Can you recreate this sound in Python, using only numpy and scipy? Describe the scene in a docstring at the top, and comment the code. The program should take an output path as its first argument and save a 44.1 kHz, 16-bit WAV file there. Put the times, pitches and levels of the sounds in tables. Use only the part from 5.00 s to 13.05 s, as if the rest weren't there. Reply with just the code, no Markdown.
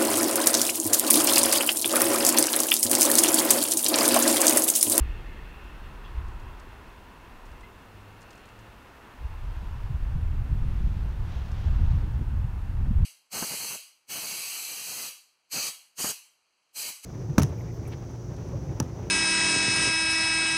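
"""Freight train leaving a windy yard

Far across a rail yard a freight train rolls away: wheels roar softly and the ring of steel fades.
Out there too are one clank, one small squeak and an engine gathering speed.
Something dry ticks and rustles close to the microphone.
Wind eddies buffet the microphone itself, lightly at first and hard in the second half."""
import sys
import numpy as np
from scipy import signal
from scipy.fft import rfft, irfft
from scipy.io import wavfile

SR = 44100
rng = np.random.default_rng(int(sys.argv[2]) if len(sys.argv) > 2 else 0)


def bounce(signal):
    """Save signal as a 16-bit WAV file at the path given by the first command-line argument."""
    frames = np.transpose(np.atleast_2d(signal))
    limited = np.clip(frames, -1, 1)
    pcm = np.round(limited * 32767).astype(np.int16)
    wavfile.write(sys.argv[1], SR, pcm)


N = 355005
TIME, BINS = np.arange(N) / SR, np.fft.rfftfreq(N, 1 / SR)


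# Wheels on rails, far across the yard: time_s, level_db
ROAR_LEVELS = [(0, -54), (1.25, -53), (1.8, -54.5), (2.9, -56), (3.9, -54), (4.5, -53.5), (6.0, -54.5),
               (6.7, -51), (7.25, -54.5), (8.05, -55)]
# Their spectrum at the microphone: frequency_hz, density_db
ROAR_SPECTRUM = [(300, -22.5), (600, -6), (760, -2), (920, 0.5), (1100, -1), (1500, -2), (2000, -8.5),
                 (2400, -11.5), (3000, -13.5), (4200, -20.5), (6500, -30), (10000, -44)]
def wheel_roar(dulling_db_per_s=-0.25, treble_hz=2500):
    """Rough wheels roar on the rails, losing treble as the train draws away."""
    roar = noise(colour(ROAR_SPECTRUM))
    treble = shaped(roar, BINS ** 2 / (BINS ** 2 + treble_hz ** 2))
    dulled = roar + treble * (gain_of(dulling_db_per_s * TIME) - 1)
    return dulled * gain_of(follow(ROAR_LEVELS) + 0.42 * wander(6.9))


# Hollow swells from the distant wheels: centre_s, half_width_s, level_db
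ROLLING_SWELLS = [(1.28, .38, -57), (2.25, 0.55, -59.5), (4.55, 0.3, -57), (7.0, 1, -60)]
def hollow_rolling(start_hz=1040.3, sag_hz_per_s=-23, width_hz=130):
    """A narrow band of wheel noise comes in swells and sinks in pitch as the train recedes."""
    phase = phase_of(start_hz + sag_hz_per_s * TIME)
    band = wander(width_hz) * np.cos(phase) + wander(width_hz) * np.sin(phase)
    return swells(ROLLING_SWELLS) * band


# Resonances of the far wheels and rails: pitch_hz, width_hz, gain_db
STEEL_MODES = [(1813, 120, -0.5), (2135, 96, -3), (2590, 120, -0.5), (2763, 120, -2), (3232, 18, -10),
               (3520, 110, -10), (4240, 210, -12)]
# Single wheels flaring up down the line: centre_s, half_width_s, pitch_hz, width_hz, level_db
WHEEL_FLARES = [(.08, .1, 2700, 170, -63), (.32, 0.25, 1810, 130, -62.5), (.62, 0.062, 2700, 130, -58),
                (1.05, 0.51, 1260, 260, -59.5), (3.35, .14, 4230, 160, -75), (3.4, .3, 2750, 170, -67)]
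def steel_ring(far_db=-61, near_excess_db=8.5, fade_s=0.81, sink_db_per_s=-0.62):
    """Wheels and rails ring, fading quickly as the last wagon leaves and slowly after that."""
    steel = sum(noise(resonances([(hz, width, 0)])) * gain_of(db + 0.72 * wander(5.5))
                for hz, width, db in STEEL_MODES)
    flares = sum(noise(resonances([(hz, width, 0)])) * swells([(centre_s, half_width_s, db)])
                 for centre_s, half_width_s, hz, width, db in WHEEL_FLARES)
    ring_db = far_db + near_excess_db * np.exp(-TIME / fade_s) + sink_db_per_s * TIME
    return evened(steel) * gain_of(ring_db + 1.03 * wander(13)) + flares


# Wagon bodies, heard across the yard: frequency_hz, density_db
WAGON_SPECTRUM = [(80, -7), (150, 1), (230, -0.5), (290, -2.5), (350, 1), (480, -5.5), (650, -16),
                  (1200, -47)]
# Their drumming further down the line: centre_s, half_width_s, level_db
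WAGON_SWELLS = [(6.2, 0.98, -57)]
def wagon_drumming(start_db=-53, fade_db_per_s=-2.5):
    """The wheels drum the wagon bodies; the sound fades with distance, then swells once more."""
    level = np.hypot(gain_of(start_db + fade_db_per_s * TIME), swells(WAGON_SWELLS))
    return noise(colour(WAGON_SPECTRUM)) * level * gain_of(wander(16))


# Strength of the wind right on the microphone: time_s, level_db
GUST_LEVELS = [(0.0, -28), (0.25, -38), (0.7, -44.5), (1.02, -41), (1.16, -32.5), (1.65, -45.5), (2.2, -54),
               (2.5, -45.5), (3.0, -62), (4.1, -59), (4.23, -36.5), (4.8, -32), (5.0, -27.5), (5.65, -26),
               (6.42, -30.5), (6.87, -20.5), (7.05, -27.5), (7.4, -27.5), (7.66, -30), (8.05, -18)]
# Big eddies in a gust, big eddies in a breeze, and small eddies: frequency_hz, density_db
GUST_SPECTRUM = [(8, -11), (20, -1), (35, 1), (62, 1), (90, -4.5), (125, -12.5), (200, -28.5), (400, -76),
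                 (2000, -110)]
BREEZE_SPECTRUM = [(8, -25), (20, -4.5), (35, 1.5), (58, -4), (80, -9), (115, -18.5), (200, -37),
                   (2000, -110)]
FLUTTER_SPECTRUM = [(50, -16), (85, -8.5), (115, 0), (160, -12.5), (220, -15.5), (320, -25), (600, -42.5),
                    (1500, -90), (5000, -110)]
def wind(breeze_db=-36.5, full_gust_db=-29.5, lag_s=0.18, flutter_db=-43, flutter_growth=1.48):
    """Big eddies thud on the microphone, deeper in slow air; small ones break off a moment later."""
    gust_db = follow(GUST_LEVELS)
    pole = np.exp(-1 / (lag_s * SR))
    lagged_db = 20 * np.log10(signal.lfilter([1 - pole], [1, -pole], gain_of(gust_db)) + 1e-6)
    gust_share = np.clip((lagged_db - breeze_db) / (full_gust_db - breeze_db), 0, 1)
    fast = np.sqrt(gust_share) * eddies(GUST_SPECTRUM, hold_s=0.094)
    slow = np.sqrt(1 - gust_share) * eddies(BREEZE_SPECTRUM, hold_s=0.063)
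    # The small eddies grow faster than the wind does.
    small_db = flutter_db + flutter_growth * (lagged_db - full_gust_db) + 3 * wander(28)
    thudding = (fast + slow) * gain_of(gust_db + 0.28 + 2 * wander(15))
    return thudding + eddies(FLUTTER_SPECTRUM, hold_s=0.084) * gain_of(small_db)


def eddies(spectrum, hold_s):
    """Turbulent pressure whose strength stays steady over spans longer than hold_s."""
    pressure = noise(colour(spectrum))
    power = shaped(pressure ** 2, np.exp(-(BINS * hold_s) ** 2))
    return pressure / np.sqrt(np.maximum(power, 0) + 0.049)


# Single eddies that hit the microphone squarely: centre_s, level_db, pitch_hz
EDDY_HITS = [(0.016, -17.5, 53.6), (0.1, -25.5, 42), (1.18, -28.5, 53), (4.254, -23, 58.6),
             (4.465, -28.5, 50.5), (4.575, -25, 60), (4.634, -33, 159), (4.91, -22.5, 108),
             (5.161, -20.5, 136), (5.31, -21, 74), (5.527, -18, 104), (5.851, -15.5, 54.6),
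             (5.875, -26.5, 146), (5.97, -23, 123), (6.816, -14.5, 53), (6.939, -19, 125),
             (7.45, -18.5, 107), (7.912, -18.5, 173), (7.962, -13.5, 65.6), (8.01, -17.5, 120)]
def wind_thumps(half_width_cycles=0.75):
    """Each eddy is a push and a pull of pressure, a cycle or two long."""
    out = np.zeros(N)
    for centre_s, db, hz in EDDY_HITS:
        cycles = (TIME - centre_s) * hz
        envelope = gain_of(db) * np.exp(-(cycles / half_width_cycles) ** 2)
        out += envelope * np.sin(2 * np.pi * (cycles + rng.random()))
    return out


# Small dry ticks close to the microphone: start_s, peak_db, centre_hz, t60_s
CLOSE_TICKS = [(1.281, -56, 6000, .05), (1.398, -53, 5000, .04), (1.597, -48.5, 5400, .04),
               (2.452, -53, 5800, 0.14), (2.515, -57, 6300, .05), (2.607, -51, 7450, .035),
               (3.208, -55, 7800, .04), (3.217, -47, 7900, 0.02), (3.227, -51, 6500, 0.044),
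               (3.305, -44.5, 6200, 0.05), (3.329, -53, 7400, .04), (3.353, -53, 7600, .035),
               (3.376, -53.5, 7400, .035), (3.455, -52, 7800, .035), (3.488, -54, 7500, .04),
               (3.589, -55, 6800, 0.073), (6.516, -47, 5650, 0.021)]
# The resonances they share: pitch_hz, width_hz, gain_db
TICK_RESONANCES = [(3620, 1500, 2), (5700, 1000, 0), (6960, 500, -0.5), (8250, 460, 0), (10300, 1400, -8)]
def ticks(spread_octaves=0.85, rise_s=0.00082):
    """Each tick is a brief crunch that rings a few damped modes, brighter or duller."""
    t = np.arange(SR // 4) / SR
    hz = np.fft.rfftfreq(len(t), 1 / SR)
    modes = np.interp(hz, BINS, resonances(TICK_RESONANCES))
    out = np.zeros(N)
    for start_s, peak_db, centre_hz, t60_s in CLOSE_TICKS:
        band = np.exp(-.5 * (np.log2((hz + 1) / centre_hz) / spread_octaves) ** 2)
        crunch = irfft(rfft(rng.standard_normal(len(t))) * modes * band, len(t))
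        tick = evened(crunch) * (1 - np.exp(-t / rise_s)) * gain_of(-60 * t / t60_s)
        out[round(start_s * SR):][:len(t)] += gain_of(peak_db) * tick / abs(tick).max()
    return out


def squeak(start_s=2.63, pitch_hz=2067, level_db=-44, rise_s=0.0033, t60_s=0.12, octave_db=-18):
    """Steel slips briefly on steel: one short, nearly pure note."""
    t = np.maximum(TIME - start_s, 0)
    phase = phase_of(pitch_hz * (1 + 0.0038 * wander(60)))
    envelope = gain_of(level_db - 60 * t / t60_s) * (1 - np.exp(-(t / rise_s) ** 2))
    return envelope * (np.sin(phase) + gain_of(octave_db) * np.sin(2 * phase))


# Metal ringing far off in the yard: pitch_hz, width_hz, gain_db
CLANK_RESONANCES = [(2720, 220, -1), (3300, 270, -1), (4900, 500, -20)]
def clank(start_s=1.04, level_db=-49, rise_s=0.0056, t60_s=0.24):
    """One metal clank, blurred by the yard on its way to the microphone."""
    t = np.maximum(TIME - start_s, 0)
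    envelope = (1 - np.exp(-t / rise_s)) * gain_of(level_db - 60 * t / t60_s)
    return noise(resonances(CLANK_RESONANCES)) * envelope


# A soft rustle near the microphone: time_s, level_db
RUSTLE_LEVELS = [(4, -70), (4.6, -62.5), (5.3, -69.5), (5.8, -60.5), (6.21, -63.5), (6.29, -56),
                 (6.37, -53.5), (6.45, -58), (6.62, -54.5), (6.78, -58.5), (6.9, -56.5), (7.3, -72)]
# Its spectrum at close range: frequency_hz, density_db
RUSTLE_SPECTRUM = [(300, -2.5), (700, 9.5), (1500, -10.5), (2400, 1), (3400, 0), (4800, -6), (6300, -8.5),
                   (7500, -18), (11000, -40)]
def rustle(grain_db=1.5):
    """A fine-grained dry rustle that swells during the strong gusts."""
    return noise(colour(RUSTLE_SPECTRUM)) * gain_of(follow(RUSTLE_LEVELS) + grain_db * wander(150))


# Moments when a distant engine reaches the microphone: centre_s, half_width_s, level_db
ENGINE_SWELLS = [(2.8, .2, -58.5), (3.06, .13, -51.5), (3.61, .1, -54.5), (4.05, .25, -64)]
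def engine(climb_start_s=2.5, low_hz=95.7, top_hz=126, climb_hz_per_s=11.7, octave_db=-13):
    """The firing rate climbs; only its note and octave carry this far, wavering in the air."""
    firing_hz = np.clip(low_hz + climb_hz_per_s * (TIME - climb_start_s), low_hz, top_hz)
    phase = phase_of(firing_hz * (1 + 0.0028 * wander(9.2)))
    note = np.sqrt(2) * (np.sin(phase) + gain_of(octave_db) * np.sin(2 * phase))
    return note * swells(ENGINE_SWELLS) * gain_of(0.65 * wander(5))


# The far yard and the microphone's own hiss: frequency_hz, density_db
YARD_SPECTRUM = [(15, -10.5), (40, 0.5), (70, 0.5), (130, -8), (250, -6.5), (500, -11), (1000, -17),
                 (2500, -27.5), (4500, -30.5), (8000, -33.5), (15500, -35.5)]
def yard_air(level_db=-53.5):
    """A steady rumble and faint hiss behind everything else."""
    return noise(colour(YARD_SPECTRUM)) * gain_of(level_db)


def gain_of(db):
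    """Decibels to amplitude."""
    return 10 ** (np.asarray(db) / 20)


def evened(x):
    """Scales to rms 1."""
    return x / np.sqrt(np.mean(x ** 2) + 1e-20)


def phase_of(hz):
    """Running phase in radians of a changing pitch."""
    return 2 * np.pi * np.cumsum(hz) / SR


def follow(rows):
    """Level in dB at every sample, from (time_s, level_db) rows."""
    return np.interp(TIME, *np.transpose(rows))


def swells(rows):
    """Amplitude of bell-shaped swells, added in power."""
    return np.sqrt(sum(gain_of(db) ** 2 * np.exp(-((TIME - centre_s) / half_width_s) ** 2)
                       for centre_s, half_width_s, db in rows))


def colour(points):
    """Gain at every frequency, from (frequency_hz, density_db) points."""
    hz, db = np.transpose(points)
    return gain_of(np.interp(np.log(BINS + 1), np.log(hz + 1), db))


def resonances(modes):
    """Gain at every frequency of a set of steep-sided resonances."""
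    return np.sqrt(sum((gain_of(db) / (1 + ((BINS - hz) / (1.08 * width)) ** 2)) ** 2
                       for hz, width, db in modes))


def shaped(x, gains):
    """Filters x by a gain at every frequency."""
    return irfft(rfft(x) * gains, N)


def noise(gains):
    """Noise of rms 1 with the given spectrum."""
    return evened(shaped(rng.standard_normal(N), gains))


def wander(rate_hz):
    """Random drift of rms 1, changing up to about rate_hz times a second."""
    return noise((BINS > .5) / (1 + (BINS / rate_hz) ** 4))


def scene():
    """One microphone in the yard: the train far away, ticks, rustle and wind close by."""
    air = yard_air()
    train = wheel_roar() + steel_ring() + wagon_drumming() + hollow_rolling()
    yard = engine() + clank() + squeak()
    close = ticks() + rustle() + wind() + wind_thumps()
    return (train + yard + close + air)[None]


def record(dry):
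    """The recorder's band limit, with a soft start and stop."""
    fades = signal.windows.tukey(N, 400 / N)
    lowpass = signal.firwin(511, cutoff=15750, window=("kaiser", 9), fs=SR)
    return signal.oaconvolve(dry * fades, lowpass[None], "same")


dry = scene()
out = record(dry)
bounce(out)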